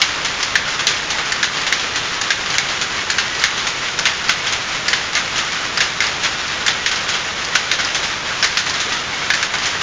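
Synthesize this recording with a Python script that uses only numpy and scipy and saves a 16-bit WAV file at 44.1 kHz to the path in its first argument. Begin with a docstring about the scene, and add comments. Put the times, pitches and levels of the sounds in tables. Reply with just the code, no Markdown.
"""Hard wooden clacks from three shuttle looms weaving close by in a large mill. Each loom turns in
about 0.87 s (a pick out and a pick back) at its own pace, so their beats drift past each other.
On every turn a shuttle slams into its box or a picking stick cracks against its buffer, and sley
and harness knock and rattle. A steel pawl ticks, iron frames ring, and rows of far looms merge
into a roar. The top end is narrow and the hardest blows clip."""
import sys
import numpy as np
from scipy import signal
from scipy.fft import rfft, irfft
from scipy.io import wavfile

SR = 44100
rng = np.random.default_rng(int(sys.argv[2]) if len(sys.argv) > 2 else 0)


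def waveform_to_disk(signal):
    """Save audio, clipped to [-1, 1], as 16-bit WAV at the path in sys.argv[1]."""
    frames = np.transpose(np.atleast_2d(signal))
    scaled = np.clip(frames, -1, 1) * 32767
    samples = np.round(scaled).astype(np.int16)
    wavfile.write(sys.argv[1], SR, samples)


N = 433062
TIME = np.arange(N) / SR


def undb(db):
    """Decibels to gain."""
    return 10 ** (np.asarray(db) / 20)


def unit(x):
    """Scale to rms 1."""
    return x / np.sqrt(np.mean(x ** 2))


def add(out, x, start_s):
    """Mix x into out from start_s on."""
    i = max(int(start_s * SR), 0)
    out[i:i + len(x)] += x[:max(len(out) - i, 0)]


def resonance(x, hz, q):
    """Band-pass with gain 1 at hz."""
    return signal.lfilter(*signal.iirpeak(hz, q, fs=SR), x)


def low_pass(x, hz):
    """Steep low-pass without delay."""
    return signal.fftconvolve(x, signal.firwin(161, hz, fs=SR)[None], mode="same")


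def colour(x, eq, bright_db=0, size=4096):
    """Unit-power EQ through (frequency [Hz], level [dB]) points; brightness tilts it about 2.6 kHz."""
    hz, db = np.transpose(eq)
    log_hz = np.log(np.maximum(np.arange(size // 2 + 1) * SR / size, 1))
    tilt_db = bright_db / 2 * np.tanh(2 * (log_hz - np.log(2600)))
    rolloff_db = 200 * np.maximum(log_hz - np.log(hz[-1]), 0)
    curve_db = np.interp(log_hz, np.log(hz), db) + tilt_db - rolloff_db
    # minimum phase: nothing rings ahead of an attack
    cepstrum = irfft(np.log(undb(np.maximum(curve_db, -70))))
    cepstrum[1:size // 2] *= 2
    cepstrum[size // 2 + 1:] = 0
    response = irfft(np.exp(rfft(cepstrum)))
    return signal.fftconvolve(x, response / np.linalg.norm(response))[:len(x)]


def contacts(samples, per_s, spread_db):
    """Random tiny impacts of unequal size, mean power 1."""
    hit = rng.random(samples) < per_s / SR
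    size = undb(spread_db * np.clip(rng.standard_normal(samples), -2, 2))
    sign = rng.choice([-1, 1], samples)
    return unit(hit * size * sign + 1e-9)


def mill_reverb(x, wet_db, t60, damp_hz):
    """Add the diffuse echo of floor, pillars and machines, duller than the direct sound."""
    t = np.arange(SR) / SR
    tail = rng.standard_normal(SR) * np.exp(-np.log(1000) * t / t60) * (1 - np.exp(-t / 0.0022))
    tail = signal.sosfilt(signal.butter(1, damp_hz, fs=SR, output="sos"), tail)
    return x + undb(wet_db) * signal.fftconvolve(x, tail / np.linalg.norm(tail))[:N]


# pace of the fast, middle and slow loom: (loom, one turn [s])
LOOM_TURN_S = {"fast": .8555, "middle": .8745, "slow": .8906}
# EQ of the distant roar: (frequency [Hz], level [dB])
ROAR_EQ = [(20, -4.5), (45, -3), (75, 0.5), (150, 2), (260, -1.5), (420, 0.5), (700, 0), (1000, 1),
           (1400, -1), (1900, 2.5), (2500, -3), (3500, -1.5), (5000, -11.5), (7500, -10.5)]


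def far_looms(level_db, beat_db, smear_s, count=14):
    """The bed: rows of looms, each at its own speed, their beats smeared into a roar by the hall."""
    power = np.ones(N)
    for pace, phase, weight in rng.random((count, 3)):
        pick_s = LOOM_TURN_S["middle"] / 2 * (.93 + .14 * pace)
        since = (TIME + phase * pick_s) % pick_s
        power += undb(beat_db) * weight * np.exp(-since / smear_s)
    roar = colour(np.sqrt(power) * rng.standard_normal(N), ROAR_EQ)
    return undb(level_db) * unit(roar)


# ring of the iron loom frames: (frequency [Hz], relative level [dB])
IRON_MODES = [(1190, -1.5), (1330, -3.5), (1460, 1), (1610, -5.5), (1830, -3), (1940, 2), (2200, 2),
              (2900, -6)]


def iron_frames(level_db, t60):
    """Stray taps set the frames ringing briefly, now in one mode, now in another."""
    rings = np.zeros(N)
    for hz, db in IRON_MODES:
        taps = contacts(N, per_s=9, spread_db=6.5)
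        rings += undb(db) * resonance(taps, hz, q=hz * t60 * np.pi / np.log(1000))
    return undb(level_db) * unit(rings)


# strokes that shake the harness every turn: (loom, first peak [s], level [dB], rise [s], fall [s])
HARNESS_STROKES = [("fast", 0.35, -26.5, 0.02, 0.017), ("fast", 0.411, -24, 0.014, 0.05),
                   ("fast", 0.707, -26, .03, .025), ("middle", 0.037, -25.5, 0.05, .03),
                   ("middle", 0.1, -24, 0.023, 0.097), ("middle", .40, -26.5, 0.018, 0.027),
                   ("middle", 0.491, -26, 0.011, .025), ("middle", 0.704, -26.5, 0.076, 0.096),
                   ("slow", 0.038, -27.5, .035, 0.096), ("slow", 0.302, -25, .05, .035),
                   ("slow", 0.513, -27, 0.09, .03), ("slow", 0.74, -22.5, 0.022, 0.024)]
# EQ of the rattling linkages: (frequency [Hz], level [dB])
HARNESS_EQ = [(200, -19.5), (600, -11), (1000, -3.5), (1300, 2), (1800, 0.5), (2500, 0), (3300, -1),
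              (4500, -4.5), (5100, -4), (6000, -6), (6700, -8), (8000, -9)]


def harness(steady_db):
    """Wire healds and linkages: a swarm of small contacts that swells with each stroke and falls back."""
    power = np.full(N, undb(steady_db) ** 2)
    for loom, peak_s, db, rise_s, fall_s in HARNESS_STROKES:
        since = (TIME - peak_s) % LOOM_TURN_S[loom]
        until = LOOM_TURN_S[loom] - since
        swell = np.maximum(np.exp(-since / fall_s), np.exp(-(until / rise_s) ** 2))
        power += undb(db) ** 2 * swell
    swarm = contacts(N, per_s=7000, spread_db=3.5)
    return colour(swarm * np.sqrt(power), HARNESS_EQ)


def blows(hits, eq, gain_db, spot_db, crack_s, rebound_s, rebound, rattle_s, modes=(), ring_db=0):
    """Each blow cracks, rebounds once, rings the struck part and leaves a short rattle."""
    snap, snap_s = 0.35, .0006  # extra force in the first hard instant of contact
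    out, t = np.zeros(N), np.arange(SR // 4) / SR
    attack = t < .009
    for time_s, db, bright_db, rattle_db, spot_hz in hits:
        since_rebound = t - rebound_s * rng.uniform(.7, 1.3)
        bounce = rebound * (since_rebound > 0) * np.exp(-np.abs(since_rebound) / crack_s)
        force = snap * np.exp(-t / snap_s) + np.exp(-t / crack_s) + bounce
        body = colour(force * rng.standard_normal(len(t)), eq, bright_db)
        body /= np.std(body[attack])
        # where the blow lands decides which resonance speaks most
        spot = resonance(body, spot_hz, q=12)
        body += undb(spot_db) * spot / np.std(spot[attack])
        for hz, mode_db, t60 in modes:
            detune, share, sign = rng.normal(1, 0.024), rng.uniform(0.74, 1.3), rng.choice([-1, 1])
            ring = np.sin(2 * np.pi * hz * detune * t) * np.exp(-np.log(1000) * t / t60)
            body += sign * share * undb(ring_db + mode_db - bright_db / 2) * ring
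        rattle = colour(contacts(len(t), per_s=5000, spread_db=1.5), eq, bright_db / 2)
        rattle *= np.exp(-t / rattle_s) * (1 - np.exp(-t / 0.0055))
        blow = body / np.std(body[attack]) + undb(rattle_db) * rattle
        add(out, undb(db + gain_db) * blow, time_s - snap_s / 2)
    return out


# catches of the pawl: (time [s], relative level [dB])
PAWL_CATCHES = [(1.615, -21), (2.503, -15.5), (3.396, -18), (4.285, -16), (6.068, -14.5), (6.48, -19.5),
                (6.959, -15.5), (7.448, -17), (7.848, -13), (8.697, -15.5), (8.741, -18), (9.633, -19)]
# EQ of a tick on steel: (frequency [Hz], level [dB])
STEEL_EQ = [(300, -30), (1500, -7), (3300, -11), (4300, 5), (6200, 2.5), (8000, -17)]


def pawl(ring_hz, chatter_db):
    """A steel pawl catches with a thin tick, often at the same point in the slow loom's turn."""
    hits = [(time_s, db, 0, chatter_db, ring_hz) for time_s, db in PAWL_CATCHES]
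    return blows(hits, STEEL_EQ, gain_db=-5.5, spot_db=-7,
                 crack_s=0.003, rebound_s=0.0042, rebound=0.3, rattle_s=0.014)


# lighter knocks that come back every turn: (loom, first time [s], relative level [dB],
# growth [dB/s], brightness [dB], rattle [dB], struck-spot resonance [Hz])
TURN_KNOCKS = [("fast", .247, -14, -.05, 3.6, 3.3, 6300), ("middle", .793, -14, -.2, -1.5, 2.3, 1500),
               ("slow", .0155, -17.5, .1, 0, 3.7, 3300), ("slow", .679, -19.5, .1, 0.84, 1, 4800)]
# occasional louder loom knocks, most landing on a loom's regular beat:
# (time [s], relative level [dB], brightness [dB], rattle [dB], struck-spot resonance [Hz])
ACCENTED_KNOCKS = [(1.185, -14.5, -9, -1, 1460), (1.666, -17.5, 4, 5, 1550), (4.469, -16.5, 3, 2, 3420),
                   (5.521, -17.5, 7, -2, 2150), (6.24, -17.5, -4, 5, 2210), (7.791, -16, -4, 1.5, 1570),
                   (8.92, -19.5, -1, 2, 1500)]
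# EQ of the knocks: (frequency [Hz], level [dB])
KNOCK_EQ = [(200, -14.5), (600, -11), (1200, -2), (2000, 1.5), (2500, -2.5), (3200, 0.5), (4500, -4),
            (6500, -6), (8000, -9.5)]


def knocks(scatter_db):
    """Sley and harness knock in time with their loom, slowly growing or fading, with a few accents."""
    hits = []
    for loom, first_s, db, growth_db_per_s, *tone in TURN_KNOCKS:
        for time_s in np.arange(first_s, N / SR, LOOM_TURN_S[loom]):
            hit_db = db + growth_db_per_s * time_s + scatter_db * rng.standard_normal()
            hits.append((time_s, hit_db, *tone))
    return blows(hits + ACCENTED_KNOCKS, KNOCK_EQ, gain_db=-4.5, spot_db=-8.5,
                 crack_s=0.0067, rebound_s=.011, rebound=0.42, rattle_s=0.03)


# hits of the stick on its buffer:
# (time [s], relative level [dB], brightness [dB], rattle [dB], struck-spot resonance [Hz])
STICK_HITS = [(0.0167, -6, 4, -5, 4130), (0.8695, -7.5, 8, -1.5, 3820), (1.7254, -8, 1.5, -5, 2090),
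              (2.5832, -8, 0.5, -6, 2120), (3.4388, -6.5, -1.5, -3.5, 4700), (4.2941, -7.5, -1, -5.5, 1650),
              (5.1523, -12, 1, 0.5, 1730), (6.0047, -9.5, -3.5, -1, 2150), (6.862, -10.5, 1, 0.5, 2200),
              (7.7151, -9.5, -2, 0, 3700), (8.5719, -10, 1, 0.5, 4980), (9.4279, -11.5, 0, -1.5, 1660)]
# EQ of the stick's crack: (frequency [Hz], level [dB])
STICK_EQ = [(200, -24), (600, -15), (1050, -14.5), (1500, 0), (2100, 0), (2500, -3.5), (3600, -1.5),
            (4600, -4.5), (6500, -5), (8000, -16)]
# modes of the stick: (frequency [Hz], relative level [dB], t60 [s])
STICK_RING = [(1510, -16, 0.055), (1810, -2, 0.086), (2153, 6, 0.049), (3240, -11, 0.042),
              (3640, -7.5, 0.027)]


def picking_stick():
    """The fast loom's picking stick cracks against its buffer once a turn and rings briefly."""
    return blows(STICK_HITS, STICK_EQ, gain_db=-2, spot_db=-8.5, modes=STICK_RING, ring_db=-7,
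                 crack_s=0.0037, rebound_s=0.0068, rebound=0.18, rattle_s=0.028)


# shuttle slams of the middle and the slow loom:
# (time [s], relative level [dB], brightness [dB], rattle [dB], struck-spot resonance [Hz])
MIDDLE_SLAMS = [(0.555, -5, 0, -6, 1730), (1.429, -8, 5, -1.5, 1620), (2.3049, -8.5, 1, -2, 1600),
                (3.1838, -9.5, 4, -0.5, 1590), (4.0548, -8, 1, 1.5, 1660), (4.931, -8.5, 2, -2, 1610),
                (5.805, -9.5, 2, 2.5, 1690), (6.681, -7.5, -2, -2, 3440), (7.5525, -8, -1, -4, 1510),
                (8.4266, -9, -3.5, 1.5, 5370), (9.3029, -7, -3, -5.5, 1670)]
SLOW_SLAMS = [(0.4292, -10.5, 8, -4, 4660), (1.3205, -10, 4, -7, 1750), (2.2134, -12, -2, -4, 6520),
              (3.1012, -9, 7, -3.5, 1650), (3.9897, -10.5, 1, -5, 5530), (4.8819, -8.5, 2, -2, 1740),
              (5.7735, -9.5, -2, -5, 5020), (6.6641, -9.5, 5, -3, 1670), (7.555, -8, 4, -6, 1700),
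              (8.4438, -8, 0, -4, 1770), (9.337, -10, 0, 0.5, 1730)]
# EQ of each shuttle's crack: (frequency [Hz], level [dB])
MIDDLE_EQ = [(200, -35), (600, -13), (1050, -7), (1500, -1.5), (2100, 1.5), (2500, -1), (3600, -0.5),
             (4600, -4), (6500, -6.5), (8000, -15.5)]
SLOW_EQ = [(200, -24), (900, -9), (1700, 3.5), (2400, -1), (3700, -5), (4500, -0.5), (6800, -5),
           (8000, -1.5)]
# modes of the wooden shuttle box: (frequency [Hz], relative level [dB], t60 [s])
BOX_RING = [(1485, 1.5, 0.043), (1586, 0, 0.069), (1744, 1, 0.085), (1960, -7, 0.024), (3000, -2, 0.033),
            (3430, -15.5, 0.031), (3900, -1, 0.019)]


def shuttles():
    """Two shuttles slam into their boxes once a turn; the slow loom's rings less and bounces harder."""
    middle = blows(MIDDLE_SLAMS, MIDDLE_EQ, gain_db=-2.5, spot_db=-3, modes=BOX_RING, ring_db=-4,
                   crack_s=0.0045, rebound_s=0.004, rebound=0.24, rattle_s=0.028)
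    slow = blows(SLOW_SLAMS, SLOW_EQ, gain_db=-3.5, spot_db=-10, modes=BOX_RING, ring_db=-12.5,
                 crack_s=0.0044, rebound_s=0.0038, rebound=0.54, rattle_s=0.028)
    return middle + slow


def scene():
    """Close blows echo in the hall, over a bed of rattle, ringing iron and roar."""
    close = shuttles() + picking_stick() + knocks(scatter_db=0.85) + pawl(ring_hz=4900, chatter_db=-1.5)
    foreground = mill_reverb(close, wet_db=-14.5, t60=0.43, damp_hz=3500)
    bed = harness(steady_db=-29.5) + iron_frames(level_db=-36, t60=.2)
    bed += far_looms(level_db=-27, beat_db=-1, smear_s=.04)
    return (foreground + bed)[None]


def record(dry):
    """Lo-fi finish: narrow band, rounded peaks, treble mirrored up by a low sampling rate, clipping."""
    band_hz, sampling_hz = 7150, 16000
    soft_ceiling, hard_ceiling = 1.05, .92
    band = signal.sosfilt(signal.butter(14, band_hz, fs=SR, output="sos"), dry)
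    rounded = band / (1 + np.abs(band / soft_ceiling) ** 6) ** (1 / 6)
    rounded = low_pass(rounded, hz=7450)
    mirror = 2 * rounded * np.cos(2 * np.pi * sampling_hz * TIME)
    mirror = signal.sosfilt(signal.butter(10, 8700, fs=SR, output="sos"), mirror)
    mirror = low_pass(mirror, hz=10100)
    clipped = np.clip(rounded + undb(-11.5) * mirror, -hard_ceiling, hard_ceiling)
    return low_pass(clipped, hz=16000)


dry = scene()
out = record(dry)
waveform_to_disk(out)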